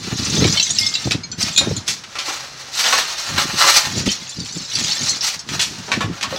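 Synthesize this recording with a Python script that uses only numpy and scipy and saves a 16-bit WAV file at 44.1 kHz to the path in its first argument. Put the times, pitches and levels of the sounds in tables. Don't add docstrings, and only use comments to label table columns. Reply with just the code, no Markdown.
import sys
import numpy as np
from scipy import signal
from scipy.fft import rfft, irfft
from scipy.io import wavfile
from scipy.ndimage import uniform_filter1d

SR = 44100
rng = np.random.default_rng(int(sys.argv[2]) if len(sys.argv) > 2 else 0)


def dump_mix(stems):
    frames = np.atleast_2d(stems).T
    limited = np.clip(frames, -1, 1)
    pcm = np.round(limited * 32767).astype(np.int16)
    wavfile.write(sys.argv[1], SR, pcm)


N = 281358
T = np.arange(N) / SR
AGE = T[:SR // 2]

# (pitch_hz, gain_db)
TREBLE = [(200, 3.5), (500, 2), (6000, 1), (7500, -5.5), (9500, -12.5), (15500, -23)]


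def undb(db):
    return 10 ** (np.asarray(db) / 20)


def unit(x):
    return x / np.sqrt(np.mean(x ** 2) + 1e-18)


def onset_unit(x):
    return x / np.sqrt(np.mean(x[:SR // 100] ** 2) + 1e-18)


def add(out, start_s, x):
    i = max(int(start_s * SR), 0)
    out[i:i + len(x)] += x[:max(N - i, 0)]


def bins(n):
    return np.arange(n // 2 + 1) * SR / n + 1


def slope(points, hz):
    point_hz, point_db = np.transpose(points)
    return undb(np.interp(np.log(hz), np.log(point_hz), point_db))


def colour(x, gain):
    n = len(x)
    cepstrum = irfft(np.log(gain + 1e-6), n)
    cepstrum[1:n // 2] *= 2
    cepstrum[n // 2 + 1:] = 0
    return irfft(rfft(x) * np.exp(rfft(cepstrum)), n)


def bell(hz, centre_hz, octaves):
    return 1 / (1 + (np.log2(hz / centre_hz) / octaves) ** 2)


def walk(rate):
    k = max(int(SR / rate), 2)
    steps = np.repeat(rng.standard_normal(N // k + 1), k)
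    return 1.3 * uniform_filter1d(uniform_filter1d(steps, k), k)[:N]


def dying(t60):
    return np.exp(-np.log(1000) * AGE / t60)


def clicks(n, rate, spread_db):
    happens = rng.random(n) < rate / SR
    sign = rng.choice([-1, 1], n)
    size = undb(spread_db * np.minimum(rng.exponential(size=n), 4))
    return unit(happens * sign * size)


def swells(events, attack_s, arch_db, release_db_per_s):
    power = np.zeros(N)
    for start_s, length_s, level_db in events:
        onset = np.clip(1 + (T - start_s) / attack_s, 0, 1)
        off_middle = np.clip(2 * (T - start_s) / length_s - 1, -1, 1)
        fade_db = release_db_per_s * np.maximum(T - start_s - length_s, 0)
        power += (onset * undb(level_db - arch_db * off_middle ** 2 - fade_db)) ** 2
    return np.sqrt(power)


def ring(modes, age=AGE):
    hz, db, t60 = np.transpose(modes)[:, :, None]
    phase = rng.uniform(0, 2 * np.pi, hz.shape)
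    contact = 1 - np.exp(-(age / .0003) ** 2)
    decay = np.exp(-np.log(1000) * age / t60)
    return contact * np.sum(undb(db) * decay * np.sin(2 * np.pi * hz * age + phase), axis=0)


def struck(modes, centre_hz, octaves, longest_s=0.15):
    heard = []
    for hz, db, t60 in modes:
        excited_db = 20 * np.log10(bell(hz, centre_hz, octaves))
        heard.append((hz, db + excited_db, min(t60, longest_s)))
    return onset_unit(ring(heard))


def crunch(centre_hz, octaves, t60, patchy_db=2, size=45):
    hz = bins(len(AGE))
    uneven = uniform_filter1d(rng.standard_normal(len(hz)), size)
    own = undb(patchy_db * np.sqrt(size) * uneven)
    burst = clicks(len(AGE), rate=7500, spread_db=4.0) * dying(t60)
    return onset_unit(colour(burst, own * bell(hz, centre_hz, octaves) * slope(TREBLE, hz)))


def shard(hz, t60, age, side_db=-7, scatter=.33, count=5):
    others = np.minimum(hz * np.exp(.12 + scatter * rng.standard_normal(count)), SR / 2)
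    treble_db = 20 * np.log10(slope(TREBLE, others))
    levels = side_db + treble_db + 2 * rng.standard_normal(count)
    modes = [(hz, 0, t60)] + [(f, db, t60) for f, db in zip(others, levels)]
    return onset_unit(ring(modes, age))


def tumbling(rate, centre_hz, scatter, t60):
    out = np.zeros(N)
    count = int(rate * T[-1])
    for k, (when, pitch, size, damping) in enumerate(rng.uniform(-1, 1, (count, 4))):
        piece_hz = centre_hz * np.exp(scatter * pitch)
        piece = shard(piece_hz, t60 * np.exp(.5 * damping), AGE[:SR // 16], count=2)
        add(out, (k + 2 * when) / rate, undb(7 * size) * piece)
    return unit(out)


def shovelling():
    # (start_s, length_s, level_db, rasp_db)
    scrapes = [(0.01, 0.3, -35.5, -2.5), (0.244, 0.23, -31, -2.5), (1.407, 0.017, -19, -11.5),
               (1.895, 0.022, -21.5, -19), (2.085, 0.86, -38, -4.5), (2.24, .13, -24.5, -2),
               (2.745, 0.069, -20, -10.5), (2.815, .23, -16, -4.5), (3.085, 0.32, -26, -3.5),
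               (3.388, 0.068, -19, -1.5), (3.51, 0.39, -20.5, -1.5), (3.59, 0.12, -14, -0.5),
               (3.732, 0.072, -15, -1), (5.231, 0.082, -20, -9), (5.496, 0.072, -28, -3),
               (5.69, 0.34, -35, -7), (6.139, .06, -36, 5), (6.292, 0.27, -30, -1)]
    # (start_s, length_s, level_db)
    spills = [(0.01, 0.09, -35), (.18, 0.11, -25), (.31, 0.44, -20), (.79, .08, -19), (.92, .17, -27),
              (1.46, 0.32, -30.5), (3.98, 0.02, -21), (4.1, 0.02, -20.5), (4.18, 0.48, -32.5),
              (4.47, 0.28, -30.5), (4.745, 0.12, -19.5), (4.87, 0.28, -22)]
    # (pitch_hz, width_hz, strength_db)
    pressed = [(850, 250, -24.5), (1354, 330, -7.5), (1850, 170, -5.5), (2840, 74, -5), (4106, 400, 11.5),
               (4680, 210, 3)]
    # (pitch_hz, gain_db)
    grit_curve = [(1200, -19.5), (2200, -3.5), (3100, -5.5), (4000, -6), (5900, 2), (7200, -8), (9000, -15),
                  (12000, -25.5)]
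    rasp_curve = [(120, -53), (300, -15), (600, 4.5), (1200, 5), (2000, 2.5), (3000, 2.5), (5000, -20.5)]
    sand_curve = [(6000, -14), (8000, 13), (9500, 0.5), (12000, 2.5), (15500, -3.5)]

    stroke = dict(attack_s=0.036, arch_db=4.0, release_db_per_s=169)
    push = swells([(s, length, db) for s, length, db, _ in scrapes], **stroke)
    press = swells([(s, length, db + rasp_db) for s, length, db, rasp_db in scrapes], **stroke)
    spill = swells(spills, attack_s=0.063, arch_db=2.0, release_db_per_s=192)

    hz = bins(N)
    slips = undb(2.63 * walk(55) + 1.0 * walk(220))
    steel = 1 + sum(2 * undb(db) / (1 + (2 * (hz - f) / width) ** 2) for f, width, db in pressed)
    grit = unit(colour(clicks(N, rate=4500, spread_db=0.5), slope(grit_curve, hz) * np.sqrt(steel)))
    rasp = unit(colour(clicks(N, rate=2500, spread_db=3.5), slope(rasp_curve, hz) * steel))
    rasp = rasp * undb(2.85 * walk(35))
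    sand = unit(colour(clicks(N, rate=8100, spread_db=6.0), slope(sand_curve, hz)))
    stones = tumbling(rate=300, centre_hz=1300, scatter=.45, t60=.025)
    shards = tumbling(rate=250, centre_hz=4950, scatter=.42, t60=.035)
    under_blade = undb(-1.5) * (rasp + 0.34 * stones)

    gritty_push = undb(-1.0) * push * grit
    sandy_push = undb(-4) * push ** 1.55 * sand
    scraping = slips * (gritty_push + sandy_push + press * under_blade)
    scraping = scraping + undb(-7.5) * push * shards
    sliding = slips * (undb(-5.5) * grit + undb(-15.5) * under_blade)
    spilling = spill * (undb(-2.5) * shards + sliding)
    return scraping + spilling


def clinking_tile():
    # (start_s, relative level_db, main pitch_hz, ring_s)
    clinks = [(0.249, -19, 6050, .06), (.379, -20, 6100, 0.025), (0.524, -19, 6100, 0.083),
              (0.571, -13, 4300, 0.1), (0.597, -9, 3990, 0.032), (0.626, -14, 6090, 0.11),
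              (0.705, -12, 6780, 0.03), (0.785, -8, 5180, 0.028), (0.864, -12.5, 5220, 0.053),
              (.939, -15, 4950, 0.035), (0.952, -11.5, 3950, 0.019), (1.118, -12.5, 3986, 0.028),
              (1.234, -25.5, 4280, 0.087), (1.315, -22, 4400, 0.091), (1.327, -33, 3210, 0.047),
              (1.402, -22, 6020, .06), (1.427, -10.5, 5425, 0.033), (4.087, -16.5, 3086, 0.058),
              (4.115, -19, 5630, 0.042), (4.293, -25, 7070, 0.036), (4.4, -24.5, 4530, 0.036),
              (4.752, -13, 4630, 0.042), (4.91, -17.5, 4330, 0.11), (5.083, -16.5, 4280, 0.15),
              (5.093, -12, 6010, 0.05), (5.208, -16, 4900, 0.06), (5.391, -25, 5340, 0.045),
              (6.361, -21.5, 4920, 0.024)]
    out = np.zeros(N)
    rise = 1 - np.exp(-AGE / 0.0015)
    for start_s, level_db, hz, t60 in clinks:
        chips = undb(-10) * crunch(hz, octaves=.4, t60=.05)
        add(out, start_s, undb(level_db + 0.5) * rise * (shard(hz, t60, AGE) + chips))
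    return out


def rubble_on_steel():
    # (start_s, level_db, centre of the colour_hz, crunch decay_s, steel_db)
    crashes = [(.441, -19, 2500, .1, 0), (1.1087, -16, 2920, 0.14, -1.5), (1.578, -14, 4940, 0.15, -1),
               (1.61, -22.5, 630, 0.3, -21), (1.878, -14.5, 6000, 0.17, -12.5),
               (2.037, -30.5, 2370, 0.056, -18), (2.153, -25, 1750, 0.2, -17),
               (2.186, -19.5, 3240, 0.22, -28), (2.28, -26.5, 1100, 0.34, -11),
               (2.84, -16.5, 2600, 0.4, -7), (2.925, -16.5, 1450, 0.53, 3.5), (3.642, -19, 1060, 0.17, 2),
               (4.059, -20, 4330, 0.2, -23), (5.488, -23.5, 3200, 0.11, -23), (5.594, -14, 3480, 0.12, -29),
               (5.613, -13.5, 5800, 0.25, -24), (5.88, -29.5, 790, 0.64, -20), (5.917, -15, 1980, 0.17, 2),
               (6.007, -17.5, 1120, 0.18, -1.5), (6.21, -24, 2480, 0.11, -26),
               (6.227, -16, 4200, 0.086, -25), (6.24, -24, 1150, 0.13, 2), (6.326, -31.5, 488, 0.43, 10)]
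    # (pitch_hz, level_db, ring_s)
    body = [(549, 1, 0.13), (1020, 5, 0.051), (1114, 3, 0.18), (1514, -2.5, 0.094), (1836, -8.5, 0.62),
            (2297, 1.5, 0.076), (2490, 1, 0.042), (3746, 8.5, 0.077)]
    out = np.zeros(N)
    for start_s, level_db, hz, t60, steel_db in crashes:
        lump = crunch(hz, octaves=1.41, t60=t60)
        steel = undb(steel_db) * struck(body, hz, octaves=0.42)
        add(out, start_s, undb(level_db) * (lump + steel))
    return out


def clanging_blade():
    # (start_s, level_db, centre of the colour_hz, longest ring_s)
    clangs = [(1.562, -15.5, 3850, 0.028), (1.575, -8.5, 4540, .6), (1.765, -20, 7840, 0.07)]
    # (pitch_hz, level_db, ring_s)
    blade = [(2460, 3.5, 0.23), (3250, -3, 0.071), (3406, 10, 0.098), (3737, 5, 0.23), (4100, 11, 0.16),
             (4300, 3, 0.14), (4930, -21, .6), (6480, 6, 0.076), (7074, 14, 0.11), (8000, -3, .12),
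             (9640, -10, 0.29), (11400, -13, 0.14)]
    out = np.zeros(N)
    for start_s, level_db, hz, longest_s in clangs:
        add(out, start_s, undb(level_db) * struck(blade, hz, octaves=1.1, longest_s=longest_s))
    return out


def singing_scrap():
    # (start_s, level_db, centre of the colour_hz, width of the colour_octaves)
    hits = [(.786, -16.5, 7000, 1.0), (.812, -24.5, 2130, .4)]
    # (pitch_hz, level_db, ring_s)
    scrap = [(2126, -8, .5), (2140, -14, .15), (4770, -3, .3), (5222, 0, .35), (5290, -3, .25),
             (8102, -8, .22), (10800, -14, .22), (12000, -15, .1)]
    out = np.zeros(N)
    for start_s, level_db, hz, octaves in hits:
        add(out, start_s, undb(level_db) * struck(scrap, hz, octaves, longest_s=.5))
    return out


def walls(x, near_db=-4, near_t60=0.073, far_db=-19, far_t60=0.1, shift_rate=1.302):
    bounces = []
    for _ in range(2):
        near = clicks(len(AGE), rate=2500, spread_db=2.5) * dying(near_t60) * (AGE > .003)
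        bounces.append(signal.fftconvolve(x, near / np.linalg.norm(near))[:N])
    place = np.pi * walk(shift_rate)
    close = np.cos(place) * bounces[0] + np.sin(place) * bounces[1]
    far = rng.standard_normal(len(AGE)) * dying(far_t60) * (AGE > .025)
    far = colour(far, slope(TREBLE, bins(len(AGE))))
    tail = signal.fftconvolve(x, far / np.linalg.norm(far))[:N]
    return undb(-2.11) * (x + undb(near_db) * close + undb(far_db) * tail)


def wind():
    # (start_s, length_s, relative level_db)
    gusts = [(0.01, .25, -31), (.31, 0.24, -18.5), (.6, 0.36, -38), (1.05, 0.15, -27), (1.25, 0.36, -36.5),
             (1.61, .18, -26.5), (1.89, 0.044, -38), (3.31, 0.14, -24.5), (3.5, 0.086, -33.5),
             (3.89, 0.21, -23), (4.2, 0.083, -44), (4.39, 0.052, -31.5), (4.54, 0.067, -30.5),
             (4.76, 0.12, -32), (4.97, 0.18, -35.5), (5.31, .12, -47), (5.49, 0.093, -26.5),
             (5.66, 0.17, -34.5), (5.95, .18, -26.5), (6.26, 0.23, -35)]
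    # (start_s, relative level_db)
    buffets = [(0.125, -10.5), (0.189, -17), (0.363, -22), (0.389, -16), (0.42, -8), (1.054, -10),
               (1.071, -10.5), (1.145, -14), (1.669, -11), (1.708, -10.5), (3.529, -13), (4.072, -12),
               (4.381, -23), (5.969, -14.5), (6.095, -21)]
    # (pitch_hz, gain_db)
    rumble_curve = [(25, -24), (55, -13), (100, 2), (190, 1), (270, -4), (450, -15.5), (900, -65)]
    flutter_curve = [(120, -33.5), (300, 6), (480, 0.5), (900, -15), (2000, -47)]

    breeze = undb(-57)
    blowing = breeze + swells(gusts, attack_s=0.058, arch_db=4.5, release_db_per_s=260)
    force = blowing * unit(undb(4.8 * walk(110)))
    for start_s, level_db in buffets:
        swell = AGE / 0.0037
        add(force, start_s, undb(level_db - 6.5) * swell * np.exp(1 - swell))
    hz = bins(N)
    rumble = colour(force * rng.standard_normal(N), unit(slope(rumble_curve, hz)))
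    flutter = colour(force ** 1.76 * rng.standard_normal(N), unit(slope(flutter_curve, hz)))
    return rumble + undb(5.0) * flutter


def engine():
    # (pitch_hz, level_db)
    tones = [(134, -57), (280, -82)]
    hum = np.zeros(N)
    for hz, level_db in tones:
        level = undb(level_db + 3.2 * walk(25)) * np.sqrt(2)
        turns = np.cumsum(hz * (1 + 0.0189 * walk(13))) / SR
        hum += level * np.sin(2 * np.pi * turns)
    return hum


def town():
    # (pitch_hz, gain_db)
    murmur_curve = [(25, -20), (70, 9.5), (130, -7), (300, 1.5), (1500, 5), (2700, -1.5), (5800, 1.5),
                    (9000, -17), (15000, -38)]
    air = unit(colour(rng.standard_normal(N), slope(murmur_curve, bins(N))))
    return undb(-40.0 + 2.3 * walk(4.97)) * air


def scene():
    blows = clinking_tile() + rubble_on_steel() + clanging_blade() + singing_scrap()
    mono = walls(shovelling() + blows) + wind() + engine() + town()
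    return np.array([mono, mono])


def record(dry):
    top_hz = 15850
    rounded = dry / (1 + dry ** 6) ** (1 / 6)
    return signal.sosfilt(signal.ellip(10, .2, 80, top_hz, fs=SR, output="sos"), rounded)


dry = scene()
out = record(dry)
dump_mix(out)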